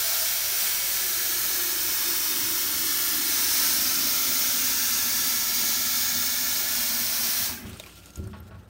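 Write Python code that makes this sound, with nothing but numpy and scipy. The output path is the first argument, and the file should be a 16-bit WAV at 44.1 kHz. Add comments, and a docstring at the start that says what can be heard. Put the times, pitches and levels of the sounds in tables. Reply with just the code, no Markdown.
"""Water hisses and splashes hard into a steel pot in a steel sink, over a pot note that slowly sinks; then the tap
is shut, the sink thuds, froth fizzes out and drips fall over a low rumble and hum.
The jet, pot notes, froth and rumble are filtered noise; drips and plops are short bubble tones, the drips with
noisy splats; thuds are sets of fading sink tones.
A hand-held mono microphone drifts along the counter, which changes the loudness and colour of the water."""
import sys
import numpy as np
from scipy import signal
from scipy.fft import rfft, irfft, next_fast_len
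from scipy.io import wavfile
from scipy.ndimage import map_coordinates

SR = 44100
rng = np.random.default_rng(int(sys.argv[2]) if len(sys.argv) > 2 else 0)


def nominal_scale(level):
    """Amplitude ratio for a level in decibels (scalar or array-like)."""
    x = np.asarray(level, float) / 20
    return 10 ** x


def int16_out(signal):
    """Quantize to a 16-bit WAV file."""
    q = np.round(np.clip(np.atleast_2d(signal).T, -1, 1) * 32767)
    wavfile.write(sys.argv[1], SR, q.astype(np.int16))


N = 383229  # length [samples]
FRAME, HOP = 2048, 512  # noise-shaping window and its step [samples]
HZ = np.fft.rfftfreq(FRAME, 1 / SR)[:, None]  # frequencies of the shaping grid
TIMES = np.arange(N // HOP + 6) * HOP / SR  # moments of the shaping grid [s]

# The moving hand: (time [s], distance [fresh reflection patterns], open view of the sink [0-1], nearness gain [dB])
TRAVEL = [(0, 0, 0.3, 1), (.9, 1.2, 0, 0), (3, 4, 0, 0.5), (3.63, 6, 0.3, 3.5), (3.9, 7, 0.5, 1.95),
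          (4.7, 8.8, 0.6, 1.8), (6.1, 10.8, 1, .8), (6.5, 11.3, 0.5, 0.2), (7.7, 13, 0, 0)]
# Thuds on the sink: (time [s], level before a fixed trim [dB], clack relative to thud before a fixed lift [dB])
THUDS = [(7.393, -35, -18), (7.489, -38, 1), (7.648, -27.5, -18), (7.707, -39, -18), (8.173, -29, -27),
         (8.187, -24, -36), (8.229, -28, -30), (8.266, -29.5, -29), (8.332, -36.5, -3), (8.397, -35, -18),
         (8.509, -36.5, -10.5), (8.545, -38, -11)]
SHUT_S = 7.474  # the tap closes
HEAVY_S = 4.5  # the pot is heavy enough to shake the sink fully
FROTH_S = 7.58  # the froth begins to be heard


def unit(x):
    """Scales a sound to an rms of 1."""
    return x / np.sqrt(np.mean(x ** 2) + 1e-20)


def along(points, hz):
    """Reads (frequency [Hz], value) points on a log frequency axis."""
    f, v = np.transpose(points)
    return np.interp(np.log(hz + 1), np.log(f + 1), v)


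def curves(rows, t=None):
    """Reads each column after the time, at t or at every sample."""
    s, *cols = np.transpose(rows)
    at = np.arange(N) / SR if t is None else t
    return [np.interp(at, s, c) for c in cols]


def since(s, ease=.005):
    """Seconds after moment s, near zero before it, with a rounded corner."""
    return ease * np.logaddexp(0, (np.arange(N) / SR - s) / ease)


def wobble(rate):
    """A smooth random curve with rate knots a second."""
    return map_coordinates(rng.standard_normal(N // 100), [np.arange(N) * rate / SR])


def patches(wide_hz, moments):
    """A random field over frequency and time: new values every wide_hz and at each whole step of moments."""
    grid = np.meshgrid(HZ[:, 0] / wide_hz, moments, indexing="ij")
    return map_coordinates(rng.standard_normal((400, 300)), grid, mode="wrap")


def peak(hz, width_hz):
    """Gain of a resonance over frequency, 1 at its centre."""
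    return 1 / (1 + ((HZ - hz) / (width_hz / 2)) ** 2)


def shaped(gain, drive=None):
    """Noise (or drive) filtered by a gain over frequency and time, the gain scaled to power 1 at every moment."""
    drive = rng.standard_normal(N) if drive is None else drive
    z = signal.stft(drive, nperseg=FRAME, noverlap=FRAME - HOP)[2]
    gain = np.broadcast_to(gain, (len(HZ), len(TIMES)))[:, :z.shape[1]]
    gain = gain / np.sqrt(np.mean(gain ** 2, axis=0))
    return signal.istft(z * gain, nperseg=FRAME, noverlap=FRAME - HOP)[1][:N]


def add(track, s, sound):
    """Mixes a sound into the track at second s."""
    track[round(s * SR):][:len(sound)] += sound


def jet():
    """Air-filled stream: smooth hiss and splash, coloured by steel resonances and by shifting reflections."""
    # hiss heard from behind the counter edge, and with the sink in open view:
    # (frequency [Hz], relative level [dB])
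    shaded_hiss = [(1500, -17), (2800, -9.5), (3500, -4), (4100, -1.5), (4800, -2.4), (5400, 1), (6200, .3),
                   (7700, -5.2), (9000, -1.8), (10450, -7.5), (11300, -2.3), (13000, -1.5), (15450, 4.2),
                   (16000, 3.5)]
    open_hiss = [(1500, -17), (2800, -8.5), (3500, -3.5), (4500, -1.3), (5400, 2.5), (6700, 1.8),
                 (7300, -5.5), (9000, -2.8), (10400, -8.5), (11300, -3), (12500, -2.5), (14200, .8),
                 (15100, 4), (16000, 4)]
    # the splash in the pot: (frequency [Hz], relative level [dB])
    splash_tone = [(280, -74), (470, -19.5), (613, -7), (1020, -6.5), (1360, -2), (1720, 0.5), (1910, -3.5),
                   (2230, -0.5), (2840, -4.5), (3200, -5.5), (4160, -26), (7040, -120)]
    # steel resonances, each beamed toward one stretch of the hand's path: (frequency [Hz], width [Hz],
    # boost [dB], lobe centre [reflection patterns], lobe half-width [reflection patterns])
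    steel = [(625, 70, 3, 12, 1.5), (1355, 80, 4.5, 6, 7), (1680, 130, 3, 2.1, 2.6),
             (1760, 110, 3.5, 11, 2.5), (2210, 100, 3.5, 5, 8), (2590, 80, 2.5, 9.6, 1.5),
             (3055, 75, 4, 2.1, 2.5), (3670, 55, 4, 3.1, 1), (3630, 50, 4, 11.5, 1.8),
             (4100, 50, 3.5, 6, 8), (4310, 55, 3, 6, 8), (4800, 130, 4, 9.9, 1.5), (5110, 80, 3.5, 11, 1),
             (5120, 70, 4, 2.5, .7), (5350, 600, 4, 6.6, 1.5), (5460, 90, 3.5, 12, 1.2),
             (5740, 80, 3, 6, 8), (5900, 90, 3.5, 5, 1.1), (6600, 150, 3, 11, 2.2), (8630, 60, 4, 9.8, .8),
             (8940, 200, 2, 6, 9), (11690, 70, 4, 3.3, .9), (12900, 75, 4, 10, 1.1)]
    hiss_db, hiss_fall_db_s = -22.5, 146  # level before nearness; fall once shut
    splash_db, splash_fall_db_s = -38, 79
    splash_near = 0.76  # share of the nearness gain that the splash follows
    lobe_edge = 0.93  # stretch of path over which a lobe fades in

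    travel, view, _ = curves(TRAVEL, TIMES)
    near_db = curves(TRAVEL)[2]
    shut = since(SHUT_S, ease=0.014)
    steel_db = 0
    for hz, width, db, centre, half in steel:
        lobe = np.clip((half - abs(travel - centre)) / lobe_edge + .5, 0, 1)
        steel_db = steel_db + db * peak(hz, width) * lobe
    # nearby surfaces draw fine ripples in the spectrum that change as the microphone moves
    ripple = patches(58, travel)
    ripple_db = 2.8 * ripple - .5 * ripple ** 2  # interference cuts deeper than it lifts
    colour = nominal_scale(steel_db + ripple_db)

    hiss_tone_db = (1 - view) * along(shaded_hiss, HZ) + view * along(open_hiss, HZ)
    hiss = shaped(colour * nominal_scale(hiss_tone_db))
    splash = shaped(colour * nominal_scale(along(splash_tone, HZ)))
    hiss_gain = nominal_scale(hiss_db + near_db - hiss_fall_db_s * shut)
    splash_gain = nominal_scale(splash_db + splash_near * near_db - splash_fall_db_s * shut)
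    flutter_db = .4 * wobble(9)
    return nominal_scale(flutter_db) * (hiss_gain * hiss + splash_gain * splash)


def note(hz, db, breadth, throb_db, lift_db=0):
    """Turbulence drives one mode: narrow noise on a fixed or moving pitch, in uneven throbs."""
    still_s = 7.8  # the pot falls still
    fade = np.clip((still_s - np.arange(N) / SR) / 0.065, 0, 1)
    tone = shaped(peak(hz, breadth * hz) ** 0.86 * nominal_scale(lift_db))
    return fade * nominal_scale(db + throb_db * wobble(9)) * tone


def pot():
    """The lowest note sinks as water loads the walls; the bare bottom and a sink mode sound with it."""
    # sink modes that lift the note as it passes: (frequency [Hz], width [Hz], lift [dB])
    sink_lift = [(240.4, 13, 8), (337, 22, 7), (370, 29, 8)]
    full_s = 7.4  # the water's load stops growing
    empty_hz, load = 445.6, 0.85  # pitch = empty pitch / (1 + load * depth)
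    pot_db, wet_s = -46.5, 1.14  # base level; time to speak
    pot_near, settle_db = 0.48, -2  # share of the nearness gain; loss once full
    bottom_hz, bottom_db, bottom_sag_hz_s = 668, -45, 165  # bare bottom, and its sinking once covered
    covered_s = .22  # the first water drowns the bottom note
    drowned_db, drown_s, drown_db_s = -7, .08, 9  # quick loss, its time, the slow fade after
    bowl_hz, bowl_db, bowl_grows_db = 363, -57, 7  # a sink mode, shaken harder until the pot is heavy

    t = np.arange(N) / SR
    depth = np.sin(np.pi / 2 * np.minimum(TIMES / full_s, 1))
    speaks_db = 20 * np.log10(1 - np.exp(-(t / wet_s) ** 2) + 0.043)
    settled_db = settle_db * np.minimum(t / full_s, 1) ** 4
    lowest_db = pot_db + speaks_db + pot_near * curves(TRAVEL)[2] + settled_db
    lift_db = sum(db * peak(hz, width) for hz, width, db in sink_lift)
    lowest = note(empty_hz / (1 + load * depth), lowest_db, breadth=0.27, throb_db=1.8, lift_db=lift_db)

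    sinking_hz = np.maximum(bottom_hz - bottom_sag_hz_s * np.maximum(TIMES - covered_s, 0), 300)
    covered = since(covered_s)
    fading_db = bottom_db + drowned_db * np.tanh(covered / drown_s) - drown_db_s * covered
    bottom = note(sinking_hz, fading_db, breadth=0.055, throb_db=-1.0)

    growing_db = bowl_db - bowl_grows_db * (1 - np.minimum(t / HEAVY_S, 1))
    bowl = note(bowl_hz, growing_db, breadth=0.1, throb_db=2.5)
    return lowest + bottom + bowl


def ring(modes, t, attack):
    """Fading tones of struck steel, at new strengths and slightly new pitches for each blow."""
    total = 0
    for (hz, db, t60), chance in zip(modes, rng.standard_normal(len(modes))):
        tone = np.sin(2 * np.pi * hz * (1 + 0.0066 * chance) * t)
        total = total + nominal_scale(db + 1.9 * chance - 60 * t / t60) * tone
    return (1 - np.exp(-t / attack)) * total


def thuds():
    """Soft blows ring the sink bowl; their hard edge clacks the upper modes with a short scuff."""
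    # sink bowl modes: (frequency [Hz], relative level [dB], time to fall 60 dB [s])
    bowl_modes = [(82.7, 0.5, 0.3), (107.8, -6, 0.88), (189, -4.5, 0.25), (259, -10, 0.14), (316, -3, 0.13),
                  (372, -17, 0.77), (463, -13, 0.094), (570, -12, 0.07)]
    # upper modes, rung by hard contact: (frequency [Hz], relative level [dB], time to fall 60 dB [s])
    rim_modes = [(646, 2, 0.11), (850, -11, 0.65), (944, -1, 0.11), (1104, 0, 0.15), (1310, -4, 0.15),
                 (1450, -4, 0.17), (1830, -10, .06)]
    out, t = np.zeros(N + SR), np.arange(SR // 2) / SR
    for s, db, clack_db in THUDS:
        rough = np.convolve(rng.standard_normal(len(t)), np.hanning(14) / 3, "same")
        scuff = 0.92 * rough * nominal_scale(-60 * t / 0.23)
        thud = ring(bowl_modes, t, attack=0.0024)
        clack = ring(rim_modes, t, attack=0.005) + scuff
        add(out, s, nominal_scale(db - 7.5) * (thud + nominal_scale(clack_db + 4) * clack))
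    return out[:N]


def spray(spikes, size_db):
    """White noise plus droplet ticks of scattered but bounded size."""
    hit, size, sign = rng.random((3, N))
    tick_size = nominal_scale(-size_db * np.log(size + .02))
    ticks = (hit < .03) * tick_size * np.sign(sign - .5)
    return unit(rng.standard_normal(N) + spikes * unit(ticks))


def froth():
    """Bursting froth and a trickle, uncovered as the jet dies, with the sink still singing faintly."""
    # trickle and fizz: (frequency [Hz], relative level [dB])
    trickle_tone = [(110, -20), (180, -2), (219, -23), (257, -13), (285, -5.5), (446, -15.5), (483, -11.5),
                    (951, -20), (1370, -16), (1920, -23.5), (2800, -44), (3640, -52), (6160, -120)]
    fizz_tone = [(1290, -28), (2200, -7.5), (2680, -2.5), (3160, -5), (3520, -5.5), (7710, -11),
                 (8650, -8.5), (10500, -16), (12600, -12), (15800, -13)]
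    # the sink singing under the trickle: (frequency [Hz], width [Hz], level [dB rms])
    sink_song = [(1378, 30, -62), (5380, 80, -74)]
    gurgle_db, gurgle_fall_db_s, trickle_db = -32.5, 142, -56.5  # first gurgle over a lasting trickle
    fizz_db, fizz_fall_db_s, fizz_patch_db = -45, 20.5, 2  # start, fall, unevenness

    after = since(FROTH_S)
    rise = np.clip(after / 0.2, 0, 1)
    low = nominal_scale(gurgle_db - gurgle_fall_db_s * after) + nominal_scale(trickle_db)
    trickle = low * nominal_scale(2.3 * wobble(25)) * shaped(nominal_scale(along(trickle_tone, HZ)))
    uneven_db = fizz_patch_db * patches(450, TIMES / 0.025)
    fizz = shaped(nominal_scale(along(fizz_tone, HZ) + uneven_db), spray(spikes=0.73, size_db=3.3))
    fizz = fizz * nominal_scale(fizz_db - fizz_fall_db_s * after + 2.6 * wobble(60))
    singing = sum(nominal_scale(db) * shaped(peak(hz, width)) for hz, width, db in sink_song)
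    song_fade = np.clip((8.62 - np.arange(N) / SR) / .15, 0, 1)
    return rise * (trickle + fizz + singing * song_fade)


def small_drips(count):
    """Rows for faint drips at random moments after the froth starts, ever fainter."""
    when, size, pitch = rng.random((count, 3)).T
    late = when * (N / SR - FROTH_S)
    db = -48 - 13 * late - 4 * size  # falls 13 dB a second, and scatters
    hz = 4500 * np.exp(1.3 * (pitch - .5))
    return zip(FROTH_S + late, db, hz, np.full(count, -4))


def drips():
    """Each drop: a bright splat, strongest near the pitch of the small bubble it traps."""
    # the loudest drips: (time [s], level [dB], bubble pitch [Hz], splat relative to bubble [dB])
    loud_drips = [(7.6944, -41, 11000, -6), (7.731, -45, 3680, 1), (7.7717, -41, 9200, -6),
                  (7.7982, -30.5, 3680, -2), (7.8381, -35, 2430, -8), (7.8624, -41, 2460, 0),
                  (7.8944, -46, 2130, -2), (7.9244, -48, 2570, -6), (8.038, -47, 2730, -5),
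                  (8.0586, -43.5, 7200, 2), (8.1045, -47, 6660, 0), (8.1344, -46, 6300, -11),
                  (8.157, -32.5, 6700, -6), (8.172, -46, 13100, 3), (8.2397, -47, 6170, -6),
                  (8.2731, -46, 8700, -1), (8.4023, -44, 12600, -14)]
    bubble_t60_s = .022  # time for a bubble to fall 60 dB
    out, t = np.zeros(N + SR), np.arange(SR // 10) / SR
    for s, db, hz, splat_db in [*loud_drips, *small_drips(count=10)]:
        flutter = np.convolve(rng.standard_normal(len(t)), np.hanning(30) / 4, "same")
        ragged = (0.8 + .3 * flutter) * np.sin(2 * np.pi * hz * t)
        bubble = 1.5 * ragged * nominal_scale(-60 * t / bubble_t60_s) * (1 - np.exp(-t / 0.0006))
        noise = rng.standard_normal(len(t) + 1)
        bright = (noise[1:] - 0.3 * noise[:-1]) * 0.41
        smooth = np.convolve(noise[1:], np.hanning(9) / 2, "same")
        near_pitch = 0.97 * smooth * np.cos(2 * np.pi * hz * t)
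        splat_fade = nominal_scale(-60 * t / 0.011) + 0.48 * nominal_scale(-60 * t / 0.09)  # a quick and a slow part
        splat = (bright + near_pitch) * splat_fade
        add(out, s, nominal_scale(db) * (bubble + nominal_scale(splat_db) * splat))
    return out[:N]


def plops():
    """A soft-starting bubble tone whose pitch rises as it nears the surface."""
    # larger bubbles under the heaviest drops: (time [s], level before a fixed lift [dB], nominal pitch [Hz])
    big_bubbles = [(7.574, -31, 1630), (7.799, -34.5, 645), (7.865, -43, 1110)]
    out, t = np.zeros(N + SR), np.arange(SR // 10) / SR
    for s, db, hz in big_bubbles:
        tone = np.sin(2 * np.pi * hz * t * (.96 + 1.5 * t))
        envelope = nominal_scale(db + 2.0 - 60 * t / 0.042) * (1 - np.exp(-t / .003))
        add(out, s, envelope * tone)
    return out[:N]


def rumble():
    """Low pipe noise over a steady mains hum; it grows with the load and flares after each thud."""
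    # pipe noise: (frequency [Hz], relative level [dB])
    pipe_tone = [(15, -47), (25, -40), (54, -9), (97, 7.5), (130, -11), (183, -4), (220, -1.5), (290, -31),
                 (480, -120)]
    # mains hum: (frequency [Hz], level [dB rms])
    mains = [(59.5, -57.5)]
    empty_db, grows_db, shut_db = -60, 5.5, -3  # empty pot, growth until heavy, change once shut
    shake_db, shake_t60_s = -21.5, 0.7  # flare relative to the thud's table level; time to fall 60 dB

    t = np.arange(N) / SR
    hum = sum(nominal_scale(db) * np.sqrt(2) * np.sin(2 * np.pi * hz * t) for hz, db in mains)
    m = next_fast_len(N)
    pipe_gain = nominal_scale(along(pipe_tone, np.fft.rfftfreq(m, 1 / SR)))
    low = irfft(rfft(rng.standard_normal(m)) * pipe_gain, m)[:N]
    growth_db = grows_db * np.minimum(t / HEAVY_S, 1)
    closing_db = shut_db * np.minimum(since(SHUT_S) / .1, 1)
    flow = nominal_scale(empty_db + growth_db + closing_db)
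    shaken = np.zeros(N + SR)
    for s, db, _ in THUDS:
        add(shaken, s, nominal_scale(db + shake_db - 60 * t[:SR] / shake_t60_s))
    return hum + (flow + shaken[:N]) * nominal_scale(2.3 * wobble(7)) * unit(low)


def scene():
    """All sources at one microphone, copied to both channels."""
    mono = jet() + pot() + thuds() + froth() + drips() + plops() + rumble()
    return np.array([mono, mono])


def band_limit(x):
    """A steep low-pass at the top of the band."""
    return signal.sosfilt(signal.butter(12, 17090, fs=SR, output="sos"), x)


def record(dry):
    """Removes everything above a steep treble limit and returns the finished sound."""
    top_hz = 15810  # nothing passes above this
    m = next_fast_len(N + SR)
    passed = np.clip((top_hz - np.fft.rfftfreq(m, 1 / SR)) / 50, 0, 1)
    mix = irfft(rfft(dry, m) * passed, m)[:, :N]
    return band_limit(mix)


dry = scene()
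out = record(dry)
int16_out(out)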